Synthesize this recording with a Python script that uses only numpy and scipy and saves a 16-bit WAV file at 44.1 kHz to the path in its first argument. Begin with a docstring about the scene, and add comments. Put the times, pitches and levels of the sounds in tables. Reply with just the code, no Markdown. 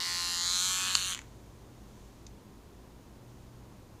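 """An electric razor buzzes close by in a carpeted room: its cutter knocks at both ends of every stroke,
and each impact excites the resonances of the casing. Turned in the hand, it changes colour and rattles
more. At 0.95 s its switch snaps; from 1.13 s the motor coasts to a stop with a few last knocks.
Quiet room noise with a mains hum and a faint hiss remains, and at 2.27 s comes one small double tick."""
import sys
import numpy as np
from scipy import signal
from scipy.fft import rfft, irfft
from scipy.io import wavfile
from scipy.ndimage import uniform_filter1d

SR = 44100
rng = np.random.default_rng(int(sys.argv[2]) if len(sys.argv) > 2 else 0)


def materialize(psi):
    """Save the field psi as 16-bit PCM at rate SR to the path in sys.argv[1].

    A 1-D psi becomes a single channel; in a 2-D psi each row is a channel.
    """
    bounded = np.clip(np.atleast_2d(psi).T, -1, 1)
    quanta = np.round(bounded * 32767).astype(np.int16)
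    wavfile.write(sys.argv[1], SR, quanta)


N = 176400

# spectrum of the room air: f/Hz, relative level/dB
AIR_COLOUR = [(20, -13.5), (27, -4.5), (38, -10), (52, -5.5), (70, -7), (100, -3), (150, -10.5), (205, -7),
              (260, -10.5), (350, -11), (480, -15.5), (600, -18.5), (880, -20.5), (1020, -19.5),
              (1200, -24.5), (1600, -28.5), (2500, -32), (4100, -33.5), (5800, -35), (6700, -33.5),
              (7600, -37.5), (15000, -41.5)]
# low drones and mains hum: f/Hz, bandwidth/Hz, level/dB
ROOM_DRONES = [(54.6, 8.9, -59), (120.9, 0.91, -61), (212.4, 10, -68.5)]
# envelope of the hiss: t/s, level/dB
HISS_LEVEL = [(1.3, -70.5), (1.65, -75.5), (2.0, -67.5), (2.25, -74), (2.45, -93), (3.1, -86), (3.3, -72),
              (3.7, -80), (4, -91)]
# spectrum of the hiss: f/Hz, relative level/dB
HISS_SPECTRUM = [(1500, -10.5), (3000, -7), (5000, -8), (6600, -3), (8000, -10), (14000, -25)]
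# reverberation time: f/Hz, T60/s
ROOM_DECAY = [(500, 0.16), (2000, 0.32), (3000, 0.23), (4500, 0.3), (7000, 0.31), (14000, 0.06)]
# double tick: t/s, peak level/dB
TICK_EVENTS = [(2.266, -40.5), (2.2681, -39.5)]
# spectrum of a tick: f/Hz, relative level/dB
TICK_SPECTRUM = [(1000, -24), (2700, -10), (3400, -10), (4020, 0), (4600, -6), (5300, -3), (5900, -1),
                 (6600, 2), (7700, -12), (9000, -24), (15000, -32)]
# modes of the switch: f/Hz, relative level/dB, T60/s
SNAP_MODES = [(1250, -8, 0.0058), (1470, -12.5, 0.0074), (2840, -4, 0.0085), (4140, -9, 0.0095),
              (4470, 1, 0.0069), (4560, -10, .005), (6740, 1, 0.0045), (7350, -0.5, 0.005)]
# knocks of the coasting cutter: t/s, peak level/dB, tilt/(dB per octave), resonance f/Hz
COAST_KNOCKS = [(1.1333, -22, 0, 3250), (1.1395, -26, 3.5, 3300), (1.147, -21, 1, 3200),
                (1.1554, -31.5, 0, 3270), (1.164, -34, -5, 1980), (1.1682, -40, 0, 3200),
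                (1.1751, -32.5, -3, 1700), (1.1806, -41, 1, 2500), (1.1899, -27.5, -2, 2200),
                (1.216, -39, -1, 1300)]
# their common spectrum: f/Hz, relative level/dB
COAST_SPECTRUM = [(350, -63), (600, -34), (900, -6.5), (2000, -5), (3100, -3.5), (5400, -12), (7000, 0.5),
                  (7700, -10), (15000, -28.5)]
# casing response before the turn: f/Hz, gain/dB
FRONT_RESPONSE = [(290, -49), (500, -20.5), (737, -14), (769, -2), (982, -22), (1030, -8), (1290, -13),
                  (1430, -6), (1580, -24), (1880, -9), (2570, -19), (2800, -0.5), (3010, -13.5), (3680, -7),
                  (3980, -0.5), (4350, -2), (4700, -2.5), (5000, -5), (6550, -8.5), (7130, -8), (7890, -13),
                  (11000, -20.5), (15500, -33)]
# casing response after the turn: f/Hz, gain/dB
SIDE_RESPONSE = [(290, -65.5), (500, -15.5), (686, -6.5), (737, -18), (781, -30), (901, -19), (1090, -8),
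                 (1490, -7.5), (1560, -10), (1720, -5), (1900, -15), (3060, 1.5), (3680, -5), (4130, 4),
                 (5350, -11), (7130, -1.5), (8600, -8), (8980, -10), (13800, -23), (15500, -30.5)]
# narrow peaks and dips brought out by the turn: f/Hz, half-width/Hz, gain/dB
SIDE_PEAKS = [(8510, 250, 6), (7840, 160, -2), (8870, 180, -9), (4640, 170, -9), (6100, 340, 4.5),
              (10600, 500, 4), (2710, 390, -2.5), (4460, 150, 0)]
# resonance that slides as the razor moves: t/s, f/Hz, gain/dB
SLIDING_PEAK = [(0, 6900, -4), (.3, 7150, 2.5), (.39, 6880, 10.5), (.58, 6600, 6), (.75, 7240, 2),
                (1.0, 6760, 5.5), (1.13, 6600, 3)]
# peaks and dips that pass as it moves: t/s, half-duration/s, f/Hz, half-width/Hz, gain/dB
PASSING_PEAKS = [(0.24, 0.066, 4100, 300, 5), (0.82, 0.1, 3870, 160, -5.5), (1.0, 0.073, 3400, 150, -9),
                 (0.5, .12, 4380, 170, 4), (0.3, 0.12, 10600, 630, 4.5), (0.4, 0.097, 2620, 230, -13),
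                 (0.57, .09, 3870, 350, 3.5), (0.55, 0.14, 12900, 380, -15), (0.82, .06, 4650, 250, 8.5),
                 (1.05, 0.13, 7500, 300, -6), (.93, .08, 2930, 170, 7), (1.13, 0.025, 3260, 250, 5),
                 (1.1, 0.091, 5300, 400, -5)]
# cycle rate of the cutter: t/s, f/Hz
CUTTER_RATE = [(0.0, 87.5), (0.09, 87.6), (0.348, 86.9), (0.462, 87.7), (0.522, 89.5), (0.582, 89.4),
               (0.682, 92.5), (0.748, 92.1), (0.842, 93.2), (0.94, 92.7), (0.984, 90.7), (1.006, 90.5),
               (1.078, 93.0), (1.13, 92.4)]
# looseness of the cutter: t/s, looseness (0-1)
LOOSENESS = [(0, .05), (.4, .05), (.58, .08), (.75, .09), (.9, .2), (1.13, .25)]
# colour added to the outward knock and subtracted from the return: f/Hz, gain/dB
STROKE_COLOUR = [(1100, 0), (1500, 0), (1950, 3), (2500, -1), (4100, 4), (4800, -3), (5500, -5),
                 (6400, -2.5), (7150, 4.5), (8400, 1), (14000, -6)]
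# blade friction relative to the knocks: f/Hz, level/dB
RUB_SPECTRUM = [(900, -10), (2000, -4), (4200, -10.5), (6600, -7), (9000, -3), (13000, 0.5)]
# motor tones: harmonic number, level/dB before the turn, level/dB after it
MOTOR_HARMONICS = [(8, -76, -67.5), (9, -64.5, -62), (10, -59, -55.5), (11, -63, -61), (12, -53, -49.5),
                   (13, -60, -55.5), (14, -58.5, -49.5), (15, -63, -56), (16, -56.5, -50),
                   (17, -58.5, -61.5), (18, -63, -54), (19, -61, -54), (20, -55.5, -67.5), (21, -53.5, -69)]
# crossovers between the four bands of the buzz: f/Hz
BAND_EDGES = [2400, 3600, 4900]
# band envelopes in two successive spans: t/s, relative level/dB (low, low middle, high middle, treble)
BAND_LEVELS = [
    [(0.03, -44.5, -44.5, -37, -40), (0.044, -43, -46, -36.5, -39.5), (0.358, -44, -43, -38, -37),
     (0.482, -44.5, -47, -32.5, -34.5), (0.626, -47.5, -40.5, -35, -32), (0.798, -40.5, -39, -43, -34.5),
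     (0.908, -41, -37.5, -37, -37), (0.93, -46, -41.5, -38.5, -37)],
    [(0.975, -46.5, -42, -35.5, -35), (0.979, -44.5, -40.5, -39.5, -37.5),
     (1.043, -49.5, -39.5, -39, -37.5), (1.115, -43.5, -42, -46, -36.5), (1.125, -46, -38, -43, -40.5)],
]

T = np.arange(N) / SR
SIZE = 1024  # samples in one knock
HZ, AGE = np.fft.rfftfreq(SIZE, 1 / SR), np.arange(SIZE) / SR
TURN_START_S, TURN_END_S, POWER_OFF_S = 0.23, 0.75, 1.131
CASING_LOW_HZ = 780


def amp(db):
    """Amplitude ratio of a level in decibels."""
    return 10 ** (np.asarray(db) / 20)


def evened(x):
    """Normalisation to unit mean power."""
    return x / np.sqrt(np.mean(x ** 2) + 1e-20)


def bell(x, centre, width):
    """Gaussian of height 1, falling to 1/e at one width from its centre."""
    return np.exp(-((x - centre) / width) ** 2)


def read(points, hz):
    """Interpolation of a spectrum on a logarithmic frequency axis."""
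    f, value = np.transpose(points)
    return np.interp(np.log(hz + 1), np.log(f + 1), value)


def curve(rows, t, column=1):
    """Linear interpolation in time."""
    rows = np.array(rows)
    return np.interp(t, rows[:, 0], rows[:, column])


def add(mix, s, sound):
    """Superposition of a sound starting at time s."""
    part = mix[max(round(s * SR), 0):][:len(sound)]
    part += sound[:len(part)]


def noise(gain):
    """Spectral shaping of white noise, at unit power."""
    return evened(irfft(rfft(rng.standard_normal(N)) * gain, N))


def room_noise(air_db=-53.5):
    """Incoherent sum: moving air, a swelling and fading hiss, and narrow bands for drones and hum."""
    hz = np.fft.rfftfreq(N, 1 / SR)
    out = amp(air_db) * noise(amp(read(AIR_COLOUR, hz)))
    out += amp(curve(HISS_LEVEL, T)) * noise(amp(read(HISS_SPECTRUM, hz)))
    for centre, width, db in ROOM_DRONES:
        out += amp(db) * noise(1 / (1 + (2 * (hz - centre) / width) ** 2))
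    return out


def reflections(tail_db=-14, near_db=-13, near_t60_s=0.018):
    """Impulse response: early reflections, and a tail whose exponential decay depends on frequency."""
    t = T[:SR // 2]
    echoes = rng.standard_normal(len(t)) * (rng.random(len(t)) < .15) * (t > .002)
    hz, age, z = signal.stft(echoes, SR, nperseg=256)
    decay = np.exp(-np.log(1000) * age / read(ROOM_DECAY, hz)[:, None])
    tail = signal.istft(z * decay, SR)[1][:len(t)]
    near = rng.permutation(echoes) * (t > .002) * np.exp(-np.log(1000) * t / near_t60_s)
    return amp(tail_db) * tail / np.linalg.norm(tail) + amp(near_db) * near / np.linalg.norm(near)


def room(x, positions=4):
    """Convolution with room responses, crossfaded at equal power as the razor moves."""
    place = np.clip(T / POWER_OFF_S, 0, 1) * (positions - 1)
    fades = (np.cos(np.pi / 2 * np.clip(place - k, -1, 1)) for k in range(positions))
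    return sum(signal.fftconvolve(x * fade, reflections())[:N] for fade in fades)


def ringing(db):
    """Causality: the minimum phase of a resonant body follows from its gain by the Hilbert transform."""
    log_gain = np.log(amp(np.concatenate([db, db[-2:0:-1]])))
    return np.exp(np.conj(signal.hilbert(log_gain)))[:len(HZ)]


def chatter(contact_s=0.00159):
    """Broadband excitation: the spectrum of a brief random burst of contacts."""
    burst = rng.standard_normal(SIZE) * np.sqrt(np.maximum(AGE * (contact_s - AGE), 0))
    return rfft(burst / np.linalg.norm(burst))


def levelled(z):
    """Whitening: division by the smoothed magnitude leaves only a shallow ripple."""
    return z / np.sqrt(abs(uniform_filter1d(abs(z) ** 2, size=27)) + 1e-12)


def tap(colour_db, peak_db):
    """Source and filter: one burst of contacts excites a resonant body."""
    sound = np.roll(irfft(levelled(chatter()) * ringing(colour_db)), 8)[:SIZE // 2]
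    return amp(peak_db) * sound / abs(sound).max()


def ticks():
    """Impulsive excitation: two light taps about 2 ms apart."""
    out = np.zeros(N)
    for s, db in TICK_EVENTS:
        add(out, s, tap(read(TICK_SPECTRUM, HZ), db))
    return out


def switch(at_s=.9523, peak_db=-5, rise_s=0.00027, low_cut_hz=960):
    """Free vibration: the plastic switch snaps over and its damped modes ring for milliseconds."""
    modes = sum(amp(db) * np.exp(-np.log(1000) * AGE / t60) * np.sin(2 * np.pi * hz * AGE)
                for hz, db, t60 in SNAP_MODES)
    low_cut = signal.butter(4, low_cut_hz, "high", fs=SR, output="sos")
    snap = signal.sosfilt(low_cut, modes * (1 - np.exp(-AGE / rise_s)))
    out = np.zeros(N)
    add(out, at_s, amp(peak_db) * snap / abs(snap).max())
    return out


def small_body_db():
    """Radiation efficiency: a casing much smaller than the wavelength gives almost no bass."""
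    return -10 * np.log10(1 + (CASING_LOW_HZ / np.maximum(HZ, CASING_LOW_HZ / 2)) ** 8)


def coasting(ring_db=7.5, ring_width_hz=450):
    """Separate impacts: the slowing cutter knocks unevenly, on the whole weaker and duller."""
    out = np.zeros(N)
    for s, db, tilt, ring_hz in COAST_KNOCKS:
        ring = ring_db * bell(HZ, ring_hz, ring_width_hz)
        slope = tilt * np.log2(1 + HZ / CASING_LOW_HZ)
        add(out, s, tap(read(COAST_SPECTRUM, HZ) + ring + small_body_db() + slope, db))
    return out


def turn(s):
    """Orientation of the razor in the hand, from 0 (front) to 1 (side)."""
    return np.clip((s - TURN_START_S) / (TURN_END_S - TURN_START_S), 0, 1)


def casing_db(s, slide_width_hz=650):
    """Directivity: the response heard from the casing changes as it turns and moves."""
    front = uniform_filter1d(read(FRONT_RESPONSE, HZ), size=9)
    side = uniform_filter1d(read(SIDE_RESPONSE, HZ), size=7)
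    side += sum(db * bell(HZ, hz, width) for hz, width, db in SIDE_PEAKS)
    sliding = curve(SLIDING_PEAK, s, column=2) * bell(HZ, curve(SLIDING_PEAK, s), slide_width_hz)
    passing = sum(db * bell(s, at, span) * bell(HZ, hz, width)
                  for at, span, hz, width, db in PASSING_PEAKS)
    return (1 - turn(s)) * front + turn(s) * side + sliding + passing + small_body_db()


def whine(x, window_s=.14, fade_s=.4, waver_db=2.5, waver_hz=35.2):
    """Harmonics of the motor: each is isolated in x by demodulation and set to a wavering level."""
    cycles = np.cumsum(curve(CUTTER_RATE, T)) / SR
    window = np.hanning(int(window_s * SR))
    weight = signal.fftconvolve(np.ones(N), window, "same")
    hold = np.clip((POWER_OFF_S - T) / fade_s, 0, 1)
    out = x.copy()
    for k, front_db, side_db in MOTOR_HARMONICS:
        carrier = np.exp(2j * np.pi * round(k) * cycles)
        phasor = 2 * signal.oaconvolve(x / carrier, window, "same") / weight
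        waver = np.interp(T * waver_hz, np.arange(SIZE), rng.standard_normal(SIZE))
        height = np.sqrt(2) * amp(waver_db * waver + front_db + turn(T) * (side_db - front_db))
        out += hold * (carrier * phasor * (height / (abs(phasor) + 1e-9) - 1)).real
    return out


def blade_rub(s, scrape, looseness):
    """Sliding friction: the spectrum of half a cycle of noise, less repeatable in a loose cutter."""
    uneven = np.clip(3.7 * looseness, 0, 1)
    rub = np.sqrt(1 - uneven) * evened(scrape) + np.sqrt(uneven) * rng.standard_normal(SIZE)
    rub *= AGE < 1 / curve(CUTTER_RATE, s) / 2
    return rfft(rub / np.linalg.norm(rub))


def knocks(first_s=.0079, return_phase=.52, drift_s=0.1743, rattle_hz=7160, scatter_s=0.00014,
           spread_db=0.27, lag_s=.0005, lag_hz=3000):
    """Forced vibration: two unlike impacts per cycle, with friction between them, drive the casing."""
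    cycles = np.cumsum(curve(CUTTER_RATE, T)) / SR
    cycles -= np.interp(first_s, T, cycles)
    # the bright part of the outward knock lags behind its dull onset
    group_delay = lag_s * np.tanh(2 * HZ / lag_hz - 2)
    dispersion = np.exp(-2j * np.pi * np.cumsum(group_delay) * HZ[1])
    out, lead = np.zeros(N), AGE[64]
    for offset, direction, lag in ((0, 1, dispersion), (return_phase - 1, -1, 1)):
        # the contacts drift slowly from one random pattern to the next
        patterns = [levelled(chatter()) for _ in np.arange(0, POWER_OFF_S + 2 * drift_s, drift_s)]
        scrapes = rng.standard_normal((len(patterns), SIZE))
        times = np.interp(np.arange(int(cycles[-1])) + offset, cycles, T)
        for s in times[times < POWER_OFF_S]:
            drift = bell(np.arange(len(patterns)), s / drift_s, 0.95)
            casing, looseness = casing_db(s), curve(LOOSENESS, s)
            late, strength = rng.standard_normal(2)
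            rattle = np.clip(looseness * HZ / rattle_hz, 0, 1)  # random share of the power
            force = np.sqrt(1 - rattle) * levelled(drift @ patterns) + np.sqrt(rattle) * chatter()
            knock = force * ringing(casing + direction * read(STROKE_COLOUR, HZ)) * lag
            rub = blade_rub(s, drift @ scrapes, looseness) * ringing(casing + read(RUB_SPECTRUM, HZ))
            delay = s - round(s * SR) / SR + scatter_s * looseness * late + lead
            stroke = irfft((knock + rub) * np.exp(-2j * np.pi * HZ * delay))
            add(out, s - lead, amp(spread_db * strength) * stroke)
    return out


def buzz():
    """Amplitude modulation: each of four bands of the cutter's sound follows its own envelope."""
    hz, strokes = np.fft.rfftfreq(N, 1 / SR), rfft(knocks())
    below = [np.zeros_like(hz), *(1 / (1 + (hz / edge) ** 24) for edge in BAND_EDGES), np.ones_like(hz)]
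    levels = [*BAND_LEVELS[0], *BAND_LEVELS[1]]
    window, out = np.hanning(3000), np.zeros(N)
    running = signal.fftconvolve(T < POWER_OFF_S, window, "same")
    for column, band_gain in enumerate(np.diff(below, axis=0), start=1):
        band = irfft(strokes * band_gain, N)
        power = abs(signal.fftconvolve(band ** 2, window, "same")) / np.maximum(running, 1)
        held_power = np.interp(np.minimum(T, POWER_OFF_S), T, power)
        out += band / np.sqrt(held_power + 1e-20) * amp(curve(levels, T, column))
    return out


def scene(buzz_db=-0.74, snap_send_db=-7):
    """Superposition of razor, switch and ticks with their reflections and the room noise."""
    razor = amp(buzz_db) * buzz()
    taps, snap = coasting() + ticks(), switch()
    running = whine(razor + room(razor))
    transients = taps + snap + room(taps + amp(snap_send_db) * snap)
    return (running + transients + room_noise())[None]


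def record(dry, cutoff_hz=15550):
    """Band limiting by a linear-phase low-pass filter."""
    kernel = signal.firwin(511, cutoff_hz, window=("kaiser", 9), fs=SR)
    return signal.oaconvolve(dry, kernel[None], "same")


dry = scene()
out = record(dry)
materialize(out)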